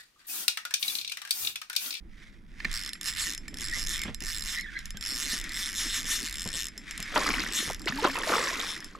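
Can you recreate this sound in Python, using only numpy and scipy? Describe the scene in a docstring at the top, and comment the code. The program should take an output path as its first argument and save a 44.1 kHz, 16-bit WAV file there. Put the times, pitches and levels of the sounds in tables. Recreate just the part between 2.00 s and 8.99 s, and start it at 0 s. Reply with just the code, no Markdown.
"""Wind rumbles on a body-worn microphone and sleeves rustle; then line rasps in the rod rings on a concrete bank.
A hooked fish pulls line in spurts: the reel's drag clicker ticks once per tooth as the spool speeds up and coasts.
Tackle clacks as modes ring, hands bump in soft noise bursts, and the taut line squeaks in gliding partials.
Then the fish leaps, falls back and thrashes: bubbles churn, spray patters, slaps burst, drops ring and air gulps."""
import sys
import numpy as np
from scipy import signal
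from scipy.fft import rfft, irfft
from scipy.io import wavfile
from scipy.ndimage import uniform_filter1d, map_coordinates

SR = 44100
rng = np.random.default_rng(int(sys.argv[2]) if len(sys.argv) > 2 else 0)


def wav_out(sig):
    """Save sig, one row per channel (or a flat mono array), as 16-bit PCM at SR to the path in sys.argv[1]."""
    wavfile.write(sys.argv[1], SR, np.round(np.clip(np.atleast_2d(sig).T, -1, 1) * 32767).astype(np.int16))


N = 308259
T = np.arange(N) / SR  # seconds

# All table levels are relative: each source is balanced by its own function.
# Scatter around the microphone ports. Each row: frequency in Hz, level in dB.
SCATTER_COLOUR = [(100, -29), (500, -16.5), (1000, -12), (2000, -4), (4000, -4.5), (9000, -26),
                  (13000, -2.5)]
# Course of the wind on the microphone. Each row: time in seconds, level in dB.
WIND_LEVEL = [(0.0, -48.5), (0.47, -53), (0.72, -38), (0.99, -57.5), (1.13, -43), (1.38, -47.5),
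              (1.75, -39.5), (2.12, -41), (2.45, -42), (2.51, -49), (2.9, -45), (4.63, -45.5), (4.71, -53),
              (5.35, -40), (5.65, -52), (5.68, -41.5), (6.97, -53.5), (6.99, -51)]
# Spectrum of the wind. Each row: frequency in Hz, level in dB.
WIND_COLOUR = [(15, -1), (28, -1), (42, -7), (58, -13), (85, -18), (120, -22), (180, -31)]
# Course of the dull low rustle: sleeves and grip, then water sloshing from 5.2 to 6.7 s. Each row: time in
# seconds, level in dB.
GRIP_LEVEL = [(0.0, -60.5), (1.79, -51), (2.8, -61.5), (3.21, -50.5), (5.0, -52.5), (5.3, -36), (5.88, -53),
              (6.07, -52), (6.35, -47), (6.99, -55)]
# Spectrum of that rustle. Each row: frequency in Hz, level in dB.
GRIP_COLOUR = [(60, -15.5), (120, -14), (220, 1.5), (320, 1), (480, -15.5), (900, -23.5)]
# Spectrum of the far hum of open country. Each row: frequency in Hz, level in dB.
AIR_COLOUR = [(100, -10.5), (200, 4), (330, -21.5), (500, -20.5), (800, -26.5), (1500, -23), (4000, -76),
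              (10000, -39), (15000, -48)]
# Sweeps of the rod drag line through the rings.
# Each row: time of the height in seconds, level in dB, rise in seconds, fall in seconds.
ROD_SWEEPS = [(0.23, -52.5, 0.26, 0.28), (0.67, -39, .15, .4), (1.46, -51.5, 0.41, 0.18),
              (2.02, -38, 0.45, 0.17), (2.79, -47, 0.6, 0.42), (3.45, -37, 0.18, 0.53),
              (4.88, -41, 0.14, 1), (5.28, -33, 0.49, 0.26), (5.93, -49, .08, .4),
              (6.53, -33.5, 0.62, 0.35)]
# Spectrum of the line's rasp. Each row: frequency in Hz, level in dB.
LINE_COLOUR = [(700, -22.5), (1200, -7), (1600, 1), (2000, 6.5), (2350, 2.5), (2800, -7.5), (3500, -3),
               (4300, -11), (5200, -7.5), (7000, -15), (11000, -23), (15000, -40)]
# Hard clacks of rod and reel. Each row: start in seconds, strength in dB.
CLACKS = [(0.6024, -24.5), (0.6465, -18), (0.6497, -13), (0.9533, -29), (1.48, -28.5)]
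# Ringing modes of a clack. Each row: frequency in Hz, level in dB, time to fall 60 dB in seconds.
CLACK_MODES = [(1250, -3, 0.0035), (1810, 2, 0.021), (1950, 4, 0.013), (2350, 5, 0.0085),
               (3110, -18, 0.044), (4500, 1.5, 0.0033)]
# Hands bump and rub the tackle. Each row: start in seconds, strength in dB.
HAND_BUMPS = [(0.648, -40.5), (1.528, -47), (1.768, -40.5), (2.052, -35.5), (2.08, -34.5), (2.218, -44.5),
              (2.944, -43), (3.331, -38), (4.04, -41.5), (4.457, -33), (4.54, -39), (4.994, -40),
              (5.434, -41), (5.674, -34), (5.894, -34.5), (5.959, -38)]
# Spectrum of a bump. Each row: frequency in Hz, level in dB.
BUMP_COLOUR = [(60, -11), (130, -2), (210, 1.5), (330, -9.5), (650, -15.5), (1200, -18.5), (3000, -19)]
# Each tug of the fish spins the spool up and lets it coast.
# Each row: time of top speed in seconds, top speed in ticks per second, spin-up in seconds,
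# coast in seconds, tick strength in dB, buzz of the bent rod in dB, ring of the spool in dB.
TUGS = [(0.756, 125, .0415, .15, -37.5, -18, -4), (1.085, 270, 0.054, 0.069, -38.5, 0, -2.5),
        (1.214, 320, 0.063, 0.15, -37, -13, -6.5), (1.63, 128, 0.059, 0.089, -39.5, 0, -1.5),
        (1.787, 220, .075, 0.08, -38.5, -1, -1.5), (1.93, 240, 0.059, 0.065, -36.5, 12, -4.5),
        (2.305, 180, 0.082, .13, -39, -2, -1), (2.53, 260, .1, .075, -39, 4, -3.5),
        (3.12, 141, 0.11, 0.13, -37, -7, 2.5), (3.235, 176, 0.13, .1, -36, -12, -4),
        (3.335, 288, 0.1, .08, -36, 5, -7.5), (3.595, 235, 0.075, 0.19, -38.5, 8.5, -2.5),
        (3.82, 440, 0.084, 0.24, -40.5, 14.5, -2.5), (3.968, 393, .08, .08, -39.5, 12, -3.5),
        (4.12, 620, 0.074, .13, -39, 9.5, -5), (4.26, 178, .06, .055, -38, -3, -7.5),
        (4.44, 94, 0.13, 0.1, -38.5, 0, -3), (4.57, 181, 0.058, .115, -37, 3, -5.5),
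        (5.269, 125, 0.12, 0.25, -46.5, -2, -1), (5.579, 430, .055, 0.18, -39, 13.5, -6.5),
        (5.998, 80, .04, 0.15, -47.5, -2, 2), (6.38, 400, 0.17, 0.21, -44.5, -3, -5),
        (6.7, 225, .11, 0.091, -44.5, 19, -0.5)]
# The spool slips by a single tooth. Each row: start in seconds, strength in dB.
SINGLE_TICKS = [(0.9328, -21.5), (1.0121, -22), (1.378, -26), (1.4815, -28.5), (1.5424, -28), (2.0173, -20),
                (2.0358, -22.5), (2.1458, -23), (2.2052, -25.5), (2.6105, -26.5), (2.7901, -28),
                (2.8564, -25.5), (2.9058, -25), (2.9711, -25.5), (3.441, -26.5), (3.493, -25.5),
                (4.778, -25.5), (4.91, -24), (4.978, -23), (5.0025, -23), (5.027, -21), (5.7952, -31.5),
                (5.818, -28), (5.858, -27), (6.8044, -30), (6.8448, -26.5)]
# The pawl bounces after each drop. Each row: nominal delay in seconds, share of the drop (signed).
PAWL_BOUNCES = [(.00025, -.9), (.0006, .5), (.0011, -.3)]
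# Short, damped knock of the reel body. Each row: frequency in Hz, bandwidth in Hz, mean level in dB.
REEL_BODY = [(1150, 230, -7.5), (1790, 73, 3), (2920, 370, -2), (3543, 120, 5.5), (4234, 540, 2),
             (5200, 1290, 1.5), (6370, 2540, 2), (8000, 780, 3.5), (8530, 1230, -3), (10420, 390, -2),
             (11170, 320, -4), (13300, 2400, -13.5), (13900, 700, -28)]
# The metal spool rings on.
# Each row: nominal frequency in Hz, mean level in dB, time to fall 60 dB in seconds.
SPOOL_MODES = [(5253, 0.5, 0.1), (5353, 2, 0.04), (7450, -7, 0.15), (9800, -12, 0.059), (11050, -13, 0.14)]
# The taut line squeaks in the rings.
# Each row: start in seconds, length in seconds, first pitch in Hz, last pitch in Hz, level in dB.
SQUEAKS = [(1.697, 0.095, 1950, 2027, -41), (1.971, 0.099, 2295, 2050, -45), (2.05, 0.045, 2400, 3680, -58),
           (2.539, 0.1, 1950, 2130, -38), (2.60, 0.12, 2080, 1570, -45), (2.704, 0.13, 1600, 1655, -46.5),
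           (2.74, 0.081, 2000, 2024, -42.5), (2.945, 0.047, 1680, 1544, -50)]
# Partials of a squeak. Each row: multiple of the pitch, level in dB.
SQUEAK_PARTIALS = [(1, 3.5), (2, -9), (3, -28)]
# The fish throws up water. Each row: time of the height in seconds, churn in dB, build-up in seconds,
# settling in seconds, spray at once in dB, spray falling back in dB.
SPLASHES = [(5.162, -25, 0.042, .16, -29.5, -30), (5.28, -38.5, 0.14, 0.34, -38, -37.5),
            (5.703, -32, 0.0068, 0.015, -42, -68), (5.875, -37, 0.0073, 0.055, -24.5, -38),
            (6.05, -23, 0.051, 0.076, -31, -36.5), (6.185, -34, 0.066, .1, -34, -54),
            (6.33, -23.5, 0.15, 0.27, -30, -32), (6.6, -35.5, 0.083, .16, -35.5, -62),
            (6.954, -48, 0.0073, 0.12, -56, -55)]
# Spectrum of the churning water. Each row: frequency in Hz, level in dB.
CHURN_COLOUR = [(150, -0.5), (230, 1), (330, 3), (550, 5), (780, -3), (1050, 9), (1400, -0.5),
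                (2000, -24.5)]
# Spectrum of spray and of a drop's tick. Each row: frequency in Hz, level in dB.
SPRAY_COLOUR = [(900, -5), (1200, -4), (2200, -3.5), (3000, -8.5), (4500, -8), (7000, -14), (9000, -23),
                (12000, -21.5), (15000, -40)]
# Body and tail slap the surface. Each row: start in seconds, strength in dB, decay constant in seconds.
SLAPS = [(5.16, -3, 0.0072), (5.173, -12.5, 0.02), (5.343, -24, 0.0064), (5.699, -20.5, 0.0023),
         (5.873, -20.5, 0.017), (6.044, -6.5, 0.0086), (6.05, -10, 0.011), (6.295, -9.5, .01),
         (6.319, -13, .013), (6.337, -11, 0.014)]
# Spectrum of a slap. Each row: frequency in Hz, level in dB.
SLAP_COLOUR = [(150, -18), (330, -0.5), (700, 5), (1200, 9), (2000, -4), (4000, -13), (8000, -40),
               (15000, -54)]
# Single drops land and ring. Each row: start in seconds, strength in dB, starting pitch in Hz.
DROPS = [(5.265, -21.5, 1250), (5.289, -22, 1340), (5.339, -15.5, 2220), (5.383, -19, 1860),
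         (5.303, -26, 2300), (5.4174, -24.5, 2640), (5.4636, -21, 1850), (5.9238, -19.5, 1760),
         (6.0728, -18, 1055), (6.0993, -22.5, 1730), (6.1559, -24.5, 995), (6.176, -23.5, 1220),
         (6.2347, -18, 1784), (6.383, -22, 1740), (6.455, -23, 1774), (6.4914, -23, 1850),
         (6.765, -28, 1860), (6.8257, -31, 1810), (6.951, -31, 1190)]
# Air pockets gulp. Each row: start in seconds, first pitch in Hz, pitch approached at the end in Hz,
# peak level in dB, time scale in seconds (the peak comes after a quarter of it).
GULPS = [(5.293, 326, 200, -42, 0.025), (5.626, 600, 278, -36.5, 0.0081), (5.699, 1150, 315, -28, 0.0137),
         (5.862, 450, 290, -27.5, 0.011), (5.92, 234, 321, -33, 0.13), (5.984, 950, 826, -29.5, 0.024),
         (6.024, 390, 524, -25.5, 0.017), (6.05, 360, 303, -15, 0.0067), (6.082, 250, 286, -36.5, 0.075),
         (6.271, 690, 580, -27, 0.018), (6.297, 296, 397, -29, 0.02)]

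STALL_TICKS_PER_S = 58  # below this speed the drag holds the spool
HELD_BUZZ_DB, HELD_RING_DB = -15, -3.5  # rod buzz and spool ring while the spool is held


def from_db(db):
    """Turn decibels into an amplitude factor."""
    return 10 ** (np.asarray(db) / 20)


def rms_one(x):
    """Scale a sound to an rms of 1."""
    return x / np.sqrt(np.mean(x ** 2) + 1e-20)


def level_course(rows):
    """Join rows of (seconds, dB) by straight lines, at every sample."""
    seconds, db = np.transpose(rows)
    return np.interp(T, seconds, db)


def drift(rate):
    """Random wander with a spread of about 1, taking `rate` new values per second."""
    knots = rng.standard_normal(8000)
    return np.interp(T * rate, np.arange(len(knots)), knots) / np.sqrt(2 / 3)


def colour(x, points):
    """Causal (minimum-phase) filter with the given spectrum and unit power gain."""
    size = 4096
    hz, db = np.transpose(points)
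    f = np.maximum(np.arange(size // 2 + 1) * SR / size, 5)
    # beyond the outer points the level falls 20 dB per octave
    octaves_outside = np.maximum(np.log2(hz[0] / f), 0) + np.maximum(np.log2(f / hz[-1]), 0)
    gain = from_db(np.interp(np.log(f), np.log(hz), db) - 20 * octaves_outside)
    # folding the cepstrum onto positive time gives the minimum phase
    cepstrum = irfft(np.log(gain))
    cepstrum[1:size // 2] *= 2
    cepstrum[size // 2 + 1:] = 0
    response = irfft(np.exp(rfft(cepstrum)))
    return signal.oaconvolve(x, response / np.linalg.norm(response))[:N]


def ring(clicks, hz, t60):
    """A unit click sets a damped sine of height 1 ringing; it falls 60 dB in t60 seconds."""
    radius, angle = from_db(-60 / (t60 * SR)), 2 * np.pi * hz / SR
    feedback = [1, -2 * radius * np.cos(angle), radius * radius]
    return signal.lfilter([0, np.sin(angle)], feedback, clicks + 1e-18)


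def resonate(x, hz, width):
    """A resonance of the given width in Hz, with gain 1 on top."""
    radius = np.exp(-np.pi * width / SR)
    forward = np.array([1, 0, -1]) * (1 - radius * radius) / 2
    feedback = [1, -2 * radius * np.cos(2 * np.pi * hz / SR), radius * radius]
    return signal.lfilter(forward, feedback, x + 1e-18)


def fade(clicks, seconds):
    """Each click becomes an exponential fall from its own height."""
    return signal.lfilter([1], [1, -np.exp(-1 / (seconds * SR))], clicks + 1e-18)


def clicks_at(at, sizes):
    """Clicks of given sizes at given samples."""
    return np.bincount(np.clip(at, 0, N - 1).astype(int), sizes, N)


def strikes(rows):
    """Clicks from rows that begin with seconds and dB."""
    rows = np.array(rows)
    return clicks_at(rows[:, 0] * SR, from_db(rows[:, 1]))


def away(s, rise_s, fall_s):
    """Distance from an event's height: 0 at time s, 1 a rise before it and a fall after it."""
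    return np.maximum((s - T) / rise_s, (T - s) / fall_s)


def swells(rows):
    """Joint level of events (s, dB, rise s, fall s); each climbs and sinks 20 dB in its rise and fall times."""
    power = 0
    for s, db, rise_s, fall_s in rows:
        distance = np.minimum(away(s, rise_s, fall_s), 10)
        power = power + from_db(db - 20 * distance) ** 2
    return np.sqrt(power)


def place(x, pan_db, width_db, lag):
    """Two ports: a lag in samples, a level step, and scatter off moving hands and ground that differs between them."""
    size, moves_per_s = 400, 7
    paths = rng.standard_normal((2, size)) * np.linspace(1, 0, size) ** 3
    first, second = (signal.oaconvolve(x, path / np.linalg.norm(path))[:N] for path in paths)
    # the scatter wanders between two random paths
    turn = 2 * drift(moves_per_s)
    scatter = np.cos(turn) * first + np.sin(turn) * second
    side = from_db(width_db) * colour(scatter, SCATTER_COLOUR)
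    late = map_coordinates(x, [np.arange(N) - lag], order=3)
    left = (late + side) * from_db(pan_db / 2)
    right = (x - side) * from_db(-pan_db / 2)
    return np.array([left, right])


def surroundings(wind_db=0.5, wind_apart=0.39, grip_db=-4.5, lumpy_db=4.0, air_db=-60):
    """Wind turbulence, partly opposed between the ports, with a dull low rustle of grip and, later, sloshing
    water, and the far hum of open country."""
    shared = rms_one(colour(rng.standard_normal(N), WIND_COLOUR))
    apart = rms_one(colour(rng.standard_normal(N), WIND_COLOUR))
    ports = shared + wind_apart * apart * np.array([[1], [-1]])
    wind = from_db(level_course(WIND_LEVEL) + wind_db) * ports
    grip_level = level_course(GRIP_LEVEL) + grip_db + lumpy_db * drift(30)
    grip = from_db(grip_level) * colour(rng.standard_normal(N), GRIP_COLOUR)
    air = from_db(air_db) * colour(rng.standard_normal(N), AIR_COLOUR)
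    # the wind is 2 dB stronger on the right port
    return wind * from_db([[-1], [1]]) + place(grip + air, pan_db=-1.0, width_db=4.5, lag=0.62)


def line(rate, level_db=-2.5):
    """The weave of the line rasps over the rings in fine, uneven grains, as the spool pays out and the rod sweeps."""
    grain_db, catch_db = 2.5, 1.8  # fine grain and slower catching
    # the rasp grows as a power of the spool's speed, evened out by the rod's flex
    rasp_db, reference_ticks_per_s, power, flex_s = -40, 195, 0.51, 0.054
    uneven = from_db(grain_db * drift(500) + catch_db * drift(35))
    rasp = colour(rng.standard_normal(N) * uneven, LINE_COLOUR)
    speed = np.abs(uniform_filter1d(rate, int(flex_s * SR))) / reference_ticks_per_s
    paying_out = from_db(rasp_db) * speed ** power
    return rms_one(rasp) * from_db(level_db) * np.hypot(paying_out, swells(ROD_SWEEPS))


def tackle(clack_db=-13.5, rattle=0.25, rattle_s=0.0026, bump_db=-0.5, bump_s=0.021):
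    """Hard clacks set rod and reel modes ringing with a brief rattle; hand bumps are soft, fading noise."""
    hits = strikes(CLACKS)
    hits = hits + rattle * fade(hits, rattle_s) * rng.standard_normal(N)
    clacks = 0
    for k, (hz, db, t60) in enumerate(CLACK_MODES):
        clacks = clacks + (-1) ** k * from_db(db) * ring(hits, hz, t60)
    bumps = colour(fade(strikes(HAND_BUMPS), bump_s) * rng.standard_normal(N), BUMP_COLOUR)
    return from_db(clack_db) * clacks + from_db(bump_db) * bumps


def spool_motion():
    """A tug speeds the spool up evenly, then it coasts down; the fastest pull sets speed, ticks, buzz and ring."""
    rate, pull = np.zeros(N), np.zeros(N, int)
    for k, (s, top, rise_s, coast_s, *_) in enumerate(TUGS):
        far = np.minimum(away(s, rise_s, coast_s), 2)
        spin_up = top + (STALL_TICKS_PER_S - top) * far
        coast = top * (STALL_TICKS_PER_S / top) ** far
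        speed = np.where(T < s, spin_up, coast)
        leads = speed > np.maximum(rate, STALL_TICKS_PER_S)
        rate, pull = np.where(leads, speed, rate), np.where(leads, k, pull)
    tick_db, buzz_db, ring_db = np.array(TUGS)[pull, 4:].T
    buzz_db = np.where(rate > 0, buzz_db, HELD_BUZZ_DB)
    ring_db = np.where(rate > 0, ring_db, HELD_RING_DB)
    return rate, tick_db, buzz_db, ring_db


def pawl(rate, tick_db, run_db=17.5, single_db=2.5, per_doubling_db=1.0):
    """The pawl drops as the spool breaks free, then once per tooth, harder with each doubling of speed."""
    jitter, uneven_db, swell_db = .008, 1.2, 1.0
    turned = np.cumsum(rate * (1 + jitter * drift(120))) / SR
    # teeth are counted afresh from each hold
    teeth = np.ceil(turned - np.maximum.accumulate(turned * (rate == 0)))
    at = np.flatnonzero(np.diff(teeth) > 0) + 1
    chance = uneven_db * rng.standard_normal(N) + swell_db * drift(25)
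    speed_db = per_doubling_db * np.log2(rate[at] / np.median(rate[at]))
    running = clicks_at(at, from_db(tick_db[at] + run_db + speed_db + chance[at]))
    return running + from_db(single_db) * strikes(SINGLE_TICKS)


def spool_ring(drops):
    """Each pawl drop stops the old ring and starts a new one; mode strengths wander as the spool turns."""
    detune, vary_db, turn_db = .007, 3.0, 2.2
    at = np.flatnonzero(drops)
    struck = at[np.maximum(np.searchsorted(at, np.arange(N), "right") - 1, 0)]  # latest drop, per sample
    age = (np.arange(N) - struck) / SR
    out = 0
    for hz, db, t60 in SPOOL_MODES:
        pitch, strength = rng.standard_normal((2, N))[:, struck]
        variation = vary_db * strength + turn_db * drift(12)[struck]
        level = db + np.minimum(variation, 2 * turn_db)
        tone = np.sin(2 * np.pi * hz * (1 + detune * pitch) * age)
        out = out + from_db(level - 60 * np.abs(age) / t60) * tone
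    return out * drops[struck] * (age >= 0)


def reel(rate, tick_db, buzz_db, ring_db, body_db=10.0, spool_db=-17.5, rod_db=-8.5):
    """The pawl slides off a tooth, knocks the body, bounces and scrapes up the next; rod and spool answer."""
    slide, slide_s, scrape, scrape_s, turn_db = .11, .0005, .018, .007, 1.7
    drops = pawl(rate, tick_db)
    at = np.flatnonzero(drops)
    # reversed time lets the slide grow towards each drop
    sliding = slide * fade(drops[::-1], slide_s)[::-1]
    scraping = scrape * fade(drops, scrape_s)
    force = drops + rng.standard_normal(N) * (sliding + scraping)
    # bounce timing changes little from tick to tick, so fast runs buzz with a pitch
    for delay, share in PAWL_BOUNCES:
        late = delay * from_db(2 * drift(35)[at])
        force = force + clicks_at(at + SR * late, share * drops[at])
    # the colour shifts as the spool turns
    body = 0
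    for k, (hz, width, db) in enumerate(REEL_BODY):
        body = body + (-1) ** k * from_db(db + turn_db * drift(18)) * resonate(force, hz, width)
    rod = from_db(buzz_db + rod_db) * resonate(force, hz=3580, width=300)
    # parts this small radiate no bass
    knock = signal.sosfilt(signal.butter(3, 900, "high", fs=SR, output="sos"), body - rod)
    return from_db(body_db) * knock + from_db(spool_db) * spool_ring(drops * from_db(ring_db))


def squeal():
    """Under full strain the line sticks and slips: short, rough, gliding whistles with weak overtones."""
    waver, waver_rate, rough_rate = .036, 300, 200  # share of the pitch, changes per second
    wavering = 1 + waver * drift(waver_rate)
    partials = []
    for k, db in SQUEAK_PARTIALS:
        rough = drift(rough_rate) + 1j * drift(rough_rate)  # random level and phase
        partials.append((k, from_db(db) * rough))
    out = np.zeros(N)
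    for s, length, first_hz, last_hz, db in SQUEAKS:
        at = np.flatnonzero((T >= s) & (T < s + length))
        done = (T[at] - s) / length
        hz = (first_hz + (last_hz - first_hz) * done) * wavering[at]
        phase = 2 * np.pi * np.cumsum(hz) / SR
        song = sum(np.real(rough[at] * np.exp(1j * k * phase)) for k, rough in partials)
        # each squeak swells and fades in one arch
        out[at] += from_db(db) * np.sin(np.pi * done) * song
    return out


def bubbles(per_s, low_hz, high_hz, cycles, spread_db, count=24):
    """Bubbles of random size and pitch, each falling 60 dB over the given cycles; rms 1."""
    sizes = from_db(spread_db * np.minimum(rng.exponential(1, N), 4)) * rng.choice([-1, 1], N)
    born = sizes * (rng.random(N) < per_s / SR)
    dealt = rng.integers(0, count, N)  # which pitch each bubble gets
    pitches = np.geomspace(low_hz, high_hz, count)
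    # the weight hz makes high bubbles louder
    return rms_one(sum(hz * ring(born * (dealt == k), hz, cycles / hz) for k, hz in enumerate(pitches)))


def water(churn_db=-4.0, spray_db=-1.0):
    """Large bubbles where the fish churns, fine drops and foam where spray tears off and where it lands."""
    foam = .18
    flight_s, landing_rise_s, landing_fall_s = 0.11, 0.17, 0.37  # spray lands after its flight and patters out
    churning = swells([(s, db, rise_s, fall_s) for s, db, rise_s, fall_s, _, _ in SPLASHES])
    thrown = swells([(s, db, rise_s, fall_s) for s, _, rise_s, fall_s, db, _ in SPLASHES])
    landing = swells([(s + flight_s, db, landing_rise_s, landing_fall_s) for s, *_, db in SPLASHES])
    large = bubbles(per_s=450, low_hz=200, high_hz=1700, cycles=26, spread_db=3.0)
    fine = bubbles(per_s=1200, low_hz=1100, high_hz=13000, cycles=24, spread_db=3.8)
    churn = rms_one(colour(large + foam * rng.standard_normal(N), CHURN_COLOUR))
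    spray = rms_one(colour(fine + foam * rng.standard_normal(N), SPRAY_COLOUR))
    return from_db(churn_db) * churning * churn + from_db(spray_db) * np.hypot(thrown, landing) * spray


def slaps(crack_db=7.0, burst_db=-13.0):
    """A slap is one pressure pulse with a short, fading burst of torn water."""
    burst = sum(fade(strikes([row]), row[2]) for row in SLAPS) * rng.standard_normal(N)
    return colour(from_db(crack_db) * strikes(SLAPS) + from_db(burst_db) * burst, SLAP_COLOUR)


def droplets(level_db=-1.0, tick_db=-8.0):
    """A drop ticks on the surface and leaves a small bubble that rises in pitch."""
    cycles, rise = 34, .1  # starting-pitch cycles to fall 60 dB, bend of the phase
    out = from_db(tick_db) * colour(strikes(DROPS), SPRAY_COLOUR)
    age = np.arange(SR // 16) / SR
    for s, db, hz in DROPS:
        spent = age * hz / cycles
        bubble = np.sin(2 * np.pi * hz * age * (1 + rise * spent))
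        tone = from_db(db + level_db - 60 * spent) * bubble
        out = out + clicks_at(int(s * SR) + np.arange(len(tone)), tone)
    return out


def gulps():
    """A pocket of air rings, gliding in pitch as it changes shape."""
    out = np.zeros(N)
    for s, first_hz, last_hz, db, length in GULPS:
        age = np.arange(SR // 3) / SR / length
        hz = last_hz + (first_hz - last_hz) * np.exp(-2 * age)
        swell = 4 * age * np.exp(1 - 4 * age)
        tone = from_db(db) * swell * np.sin(2 * np.pi * np.cumsum(hz) / SR)
        out += clicks_at(int(s * SR) + np.arange(len(tone)), tone)
    return out


def scene():
    """Tackle near the microphone, the fish in the water, and the wind and country around them."""
    rate, tick_db, buzz_db, ring_db = spool_motion()
    rod = line(rate) + tackle() + reel(rate, tick_db, buzz_db, ring_db) + squeal()
    # the reel is held to the right, then lowered to the middle
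    centred = np.clip((T - 3.2) / 0.24, 0, 1)
    to_the_right = place(rod, pan_db=-3.0, width_db=-10, lag=0.41)
    in_the_middle = place(rod, pan_db=0.0, width_db=-14, lag=0.47)
    near = (1 - centred) * to_the_right + centred * in_the_middle
    fish = place(water() + slaps() + droplets() + gulps(), pan_db=-0.8, width_db=-10.5, lag=0.48)
    return surroundings() + near + fish


def record(dry):
    """The left port is a little brighter than the right; a steep low-pass cuts the top."""
    tilt, cutoff_hz = .08, 15900
    ports = [np.convolve(x, [a, 1 - 2 * a, a], "same") for x, a in zip(dry, [-tilt, tilt])]
    return signal.sosfilt(signal.ellip(10, .1, 80, cutoff_hz, fs=SR, output="sos"), ports)


dry = scene()
out = record(dry)
wav_out(out)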